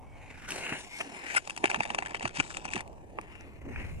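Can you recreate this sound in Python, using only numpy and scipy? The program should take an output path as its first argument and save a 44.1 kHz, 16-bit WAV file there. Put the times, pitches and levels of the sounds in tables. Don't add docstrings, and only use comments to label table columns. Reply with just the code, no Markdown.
import sys
import numpy as np
from scipy import signal
from scipy.fft import rfft, irfft
from scipy.io import wavfile
from scipy.ndimage import uniform_filter1d

SR = 44100
rng = np.random.default_rng(int(sys.argv[2]) if len(sys.argv) > 2 else 0)


def dump_mix(stems):
    frames = np.atleast_2d(stems).T
    limited = np.clip(frames, -1, 1)
    pcm = np.round(limited * 32767).astype(np.int16)
    wavfile.write(sys.argv[1], SR, pcm)


N = 176400

RISE_S = [0.0032, 0.0011, 0.00055, 0.0012]
THUD_DB = -15.5
FRAMES = dict(nperseg=512, noverlap=384)


def cracks(size=4096):
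    # t/s, crack level/dB, knock level/dB, snap level/dB
    breaks = [(0.5055, -35, -55, -32), (0.5202, -30.5, -59, -42), (0.666, -30, -42, -55),
              (0.7251, -28, -35, -49), (1.4744, -37, -33.5, -38), (1.497, -31, -35, -36),
              (1.5755, -33, -35, -36), (1.641, -16, -26, -31), (1.6555, -19, -25, -31),
              (1.7, -23, -44, -41), (1.7145, -24, -35, -48), (1.7444, -20, -26, -35.5),
              (1.76, -31, -28, -40.5), (1.8057, -21, -18.5, -38.5), (1.9032, -27, -25, -40),
              (1.947, -25, -24.5, -32), (1.9865, -23, -22.5, -34.5), (2.0236, -28.5, -27.5, -46),
              (2.0597, -28, -38, -41.5), (2.1459, -23.5, -27, -41.5), (2.209, -33, -32.5, -57),
              (2.2546, -24, -21.5, -39.5), (2.3999, -17, -23, -27.5), (2.4035, -20, -36, -35),
              (2.5692, -30.5, -34, -32), (2.6525, -32.5, -28.5, -36), (2.7352, -25, -54, -33),
              (2.7634, -33, -29, -42), (2.806, -31, -34.5, -39), (3.1869, -31.5, -24, -58.5),
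              (3.76, -33.5, -40, -80)]
    out, gains = np.zeros(N), ice_bands(size)
    t = (np.arange(size) - size // 4) / SR
    for s, crack_db, knock_db, snap_db in breaks:
        noise = rng.standard_normal(size)
        resonances = hollow(size)
        splinters_s = 0.00484 * np.cumsum(rng.uniform(0.44, 1, size=2))
        levels = knock_db + THUD_DB, knock_db, crack_db, snap_db
        for db, gain, rise in zip(levels, gains, RISE_S):
            shape = burst(t, rise) + amp(-18) * sum(burst(t - delay, rise) for delay in splinters_s)
            crack = irfft(rfft(noise * shape) * gain * resonances)
            add(out, s + t[0], sized(crack, db))
    return out


def glide(likeness=0.62):
    # t/s, grinding level/dB, hiss level/dB, fizz level/dB
    glide_levels = [(0, -64, -71, -78.5), (.2, -55, -61, -71), (.38, -57.5, -55.5, -64),
                    (.47, -56, -46, -56.5), (.52, -49.5, -44.5, -43), (.62, -48, -45, -50),
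                    (.74, -46.5, -39.5, -54), (.81, -52, -47.5, -50.5), (.87, -57, -55, -59.5),
                    (.98, -56, -46.5, -48.5), (1.07, -52, -49.5, -58.5), (1.25, -56.5, -44.5, -58),
                    (1.3, -52.5, -37.5, -46), (1.43, -55.5, -58, -58.5), (1.62, -52, -65, -60.5),
                    (1.96, -49.5, -59.5, -64), (2.32, -57, -66, -70), (2.5, -51, -64, -51),
                    (2.79, -52.5, -53, -73), (2.85, -56, -66.5, -73.5), (3.1, -58, -68, -76),
                    (3.27, -55, -54.5, -70.5), (3.41, -60, -56.5, -70), (3.5, -62, -66, -75),
                    (3.66, -59, -62, -77), (3.8, -55.5, -47, -65.5), (4, -64, -62, -72)]
    grip = chatter(N, depth_db=2, length_s=0.012)
    left, unrelated = rfft(grit(N) * grip), rfft(grit(N) * grip)
    pair = np.array([left, likeness * left + np.sqrt(1 - likeness ** 2) * unrelated])
    grinding, hiss, fizz = follow(glide_levels, np.arange(N) / SR)
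    levels = grinding, grinding, hiss, fizz
    return sum(amp(db) * unit_rms(irfft(pair * gain, N)) for db, gain in zip(levels, ice_bands(N)))


def scrapes(size=16384):
    bites = [(1.009, 0.0047, -28, -30.5, -42), (1.35, 0.0036, -30.5, -30.5, -38.5),
             (1.373, 0.0058, -23, -31.5, -33), (1.704, 0.0094, -43, -33, -39.5),
             (1.73, 0.0074, -43, -46, -48), (1.859, 0.0055, -46, -35, -56), (2.232, 0.011, -39, -38, -44),
             (2.28, 0.0026, -52, -41, -39.5), (2.374, 0.014, -36.5, -40.5, -39.5),
             (2.728, 0.0087, -50, -48.5, -44), (2.772, 0.02, -40, -45, -48.5)]
    out, gains = np.zeros(N), ice_bands(size)
    t = (np.arange(size) - size // 2) / SR
    for s, swell_s, crack_db, knock_db, snap_db in bites:
        swell = np.exp(-abs(t) / swell_s)
        spectrum = rfft(grit(size, hiss=1.3) * swell * chatter(size, depth_db=4, length_s=0.004))
        levels = knock_db + THUD_DB, knock_db, crack_db, snap_db
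        scrape = sum(amp(db) * unit_rms(irfft(spectrum * gain)) for db, gain in zip(levels, gains))
        add(out, s + t[0], scrape * np.sqrt(np.mean(swell ** 2)))
    return out


def blade_ring(damping_hz=140):
    # f/Hz, relative level/dB
    modes = [(1480, -0.5), (2180, 0), (2950, -14.5), (5250, -15), (7940, -12), (9300, -9.5)]
    edge_loads = [(.17, .09, -62.5, -10.5), (.67, 0.079, -46, -7), (.95, .03, -43.5, -28),
                  (1.372, 0.0067, -20, 2.5), (3.8, 0.077, -56, -17)]
    t = np.arange(N) / SR
    pole = np.exp(-np.pi * damping_hz / SR)
    wandering_t = np.cumsum(chatter(N, depth_db=0.1238, length_s=0.16)) / SR
    rings = []
    for hz, db in modes:
        friction = rng.standard_normal(N) + 1j * rng.standard_normal(N)
        envelope = signal.lfilter([1], np.poly([pole, pole]), friction)
        ring = envelope * np.exp(2j * np.pi * hz * wandering_t)
        rings.append(amp(db) * unit_rms(ring.real))
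    strongest = rings[1]
    others = sum(rings) - strongest
    return sum(amp(db) * swelled(strongest + amp(others_db) * others, t - s, swell_s)
               for s, swell_s, db, others_db in edge_loads)


def booms(size=16384):
    bends = [(0.726, 0.003, 266, -30.5), (1.643, 0.0025, 490, -17), (1.735, 0.023, 526, -38),
             (1.787, 0.012, 165, -38.5), (2.255, 0.0093, 213, -34.5), (2.401, 0.0071, 166, -30.5),
             (2.762, 0.011, 240, -35), (3.69, 0.026, 284, -40)]
    out, hz = np.zeros(N), np.fft.rfftfreq(size, 1 / SR)
    t = (np.arange(size) - size // 2) / SR
    for s, swell_s, pitch_hz, db in bends:
        body = np.exp(-np.log2((hz + 1) / pitch_hz) ** 2)
        boom = irfft(rfft(rng.standard_normal(size)) * body)
        add(out, s + t[0], amp(db) * swelled(boom, t, swell_s))
    return out


def chips(per_s=220, from_s=1.67, to_s=2.8, size=1024):
    # t/s, level/dB
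    single_ticks = [(.489, -38.5), (1.506, -32), (1.564, -35.5), (2.877, -50.5), (2.929, -60),
                    (3.213, -45.5), (3.409, -48.5), (3.697, -62)]
    t = np.arange(N) / SR
    ticks = (rng.random(N) < per_s / SR) * amp(6 * np.minimum(rng.exponential(1, N), 2))
    ticks *= (t > from_s) * (t < to_s) * chatter(N, depth_db=4, length_s=0.012)
    shape = burst(t[:size], RISE_S[2])
    crackle = signal.oaconvolve(ticks, shape)[:N] * rng.standard_normal(N)
    *_, crack, snap = ice_bands(N)
    out = amp(-50.5) * unit_rms(irfft(rfft(crackle) * (crack + 2 * snap), N))
    *_, crack, snap = ice_bands(size)
    for s, db in single_ticks:
        click = np.roll(shape, size // 2) * rng.standard_normal(size)
        tick = irfft(rfft(click) * (crack / 2 + 2 * snap))
        add(out, s - t[size // 2], sized(tick, db))
    return out


def ice_bands(size, low_cut_hz=130):
    # f/Hz, level/dB
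    colour = [(70, -34), (150, -3.5), (430, -1), (880, 5.5), (1300, -5), (1750, 3), (2300, 3), (2800, 1),
              (3350, -14), (4400, -21.5), (5200, -19.5), (7700, -19.5), (8520, -24), (9260, -19),
              (10100, -30.5), (15000, -67)]
    edges = [422, 1148, 3610]
    hz = np.fft.rfftfreq(size, 1 / SR)
    above = [1 / (1 + (edge / (hz + 1)) ** 10) for edge in edges]
    low_cut = 1 / (1 + (low_cut_hz / (hz + 1)) ** 6)
    shares = [low_cut * (1 - above[0]), above[0] * (1 - above[1]), above[1] * (1 - above[2]), above[2]]
    return amp(spectrum_db(colour, hz)) * np.array(shares)


def grit(size, hiss=1, grains_per_s=3000):
    grains = (rng.random(size) < grains_per_s / SR) * rng.choice([-1, 1], size)
    strength = amp(4 * np.minimum(rng.exponential(1, size), 4))
    return unit_rms(unit_rms(grains * strength) + hiss * rng.standard_normal(size))


def chatter(size, depth_db, length_s):
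    width = int(length_s * SR)
    ripple = uniform_filter1d(rng.standard_normal(size), width)
    return amp(depth_db * unit_rms(uniform_filter1d(ripple, width // 2)))


def hollow(size, depth_db=3, width_hz=448):
    ripple = uniform_filter1d(rng.standard_normal(size // 2 + 1), int(width_hz * size / SR))
    return amp(depth_db * unit_rms(ripple))


def drift(x, depth_db=3, width_hz=450, length_s=0.16):
    hz, t, spectra = signal.stft(x, SR, **FRAMES)
    patches = uniform_filter1d(rng.standard_normal((len(t), len(hz))), int(length_s / t[1]), axis=0)
    patches = unit_rms(uniform_filter1d(patches, int(width_hz / hz[1]), axis=1))
    return signal.istft(spectra * amp(depth_db * patches.T), SR, **FRAMES)[1][..., :N]


def scatter(x, t60_s=0.018, tail_db=-7):
    t = np.arange(8192) / SR
    tail = rng.standard_normal((2, len(t))) * amp(-60 * t / t60_s)
    tail /= np.linalg.norm(tail[0])
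    return x + amp(tail_db) * signal.oaconvolve(x[None], tail, axes=1)[:, :N]


def microphones(x, side_lag_s=0.00031, top_hz=10500):
    # t/s, offset to the side (0-1), gain above top_hz/dB
    path = [(0, 0.01, 17.5), (.7, 0.29, 13.5), (1.35, 0.89, 9.5), (2.2, 0.93, -15), (2.6, 0.91, -29),
            (2.9, 0.85, 13.5), (3.75, 0.41, 20.5)]
    # f/Hz, left minus right level/dB
    balance = [(60, -10), (130, -2.5), (290, -2.5), (640, -7), (1410, 5), (3100, 11), (6820, 11.5),
               (15000, 6)]
    hz, t, spectra = signal.stft(x, SR, **FRAMES)
    hz = hz[:, None]
    side, top_db = follow(path, t)
    tilt = amp(spectrum_db(balance, hz) * side / 2)
    lag = np.exp(-1j * np.pi * hz * side_lag_s * side)
    pair = np.array([tilt * lag, 1 / (tilt * lag)]) / np.sqrt((tilt ** 2 + tilt ** -2) / 2)
    top_gain = amp(top_db / (1 + (top_hz / (hz + 1)) ** 20))
    return signal.istft(spectra * pair * top_gain, SR, **FRAMES)[1][:, :N]


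def wind():
    # t/s, level/dB
    gusts = [(0, -49.5), (.3, -50.5), (1.2, -60.5), (1.9, -52.5), (3.5, -50), (3.85, -39)]
    # f/Hz, relative level/dB
    colour = [(20, -0.5), (60, 2.5), (120, -0.5), (250, -15.5), (600, -22), (3000, -53)]
    gain = amp(spectrum_db(colour, np.fft.rfftfreq(N, 1 / SR)))
    rumble = unit_rms(irfft(rfft(rng.standard_normal((2, N))) * gain, N))
    return amp(follow(gusts, np.arange(N) / SR)[0]) * rumble


def amp(db):
    return 10 ** (np.asarray(db) / 20)


def unit_rms(x):
    return x / np.sqrt(np.mean(x ** 2) + 1e-30)


def spectrum_db(points, hz):
    f, db = np.transpose(points)
    return np.interp(np.log(hz + 1), np.log(f + 1), db)


def follow(table, t):
    s, *columns = np.transpose(table)
    return [np.interp(t, s, column) for column in columns]


def add(mix, s, sound):
    part = mix[max(round(s * SR), 0):][:len(sound)]
    part += sound[:len(part)]


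def burst(t, rise_s):
    u = np.maximum(t, 0) / rise_s
    return u * np.exp(-u)


def sized(x, db):
    return amp(db) * unit_rms(x) * np.sqrt(.0018 * SR / len(x))


def swelled(x, t, swell_s):
    swell = np.exp(-.5 * (t / swell_s) ** 2)
    return unit_rms(x * swell) * np.sqrt(np.mean(swell ** 2))


def scene():
    ice = scatter(cracks() + drift(chips()) + booms() + scrapes())
    return microphones(ice + drift(glide()) + blade_ring()) + wind()


def record(dry):
    low_pass = signal.firwin(511, 15400, window=("kaiser", 9), fs=SR)
    return signal.oaconvolve(dry, low_pass[None], "same")


dry = scene()
out = record(dry)
dump_mix(out)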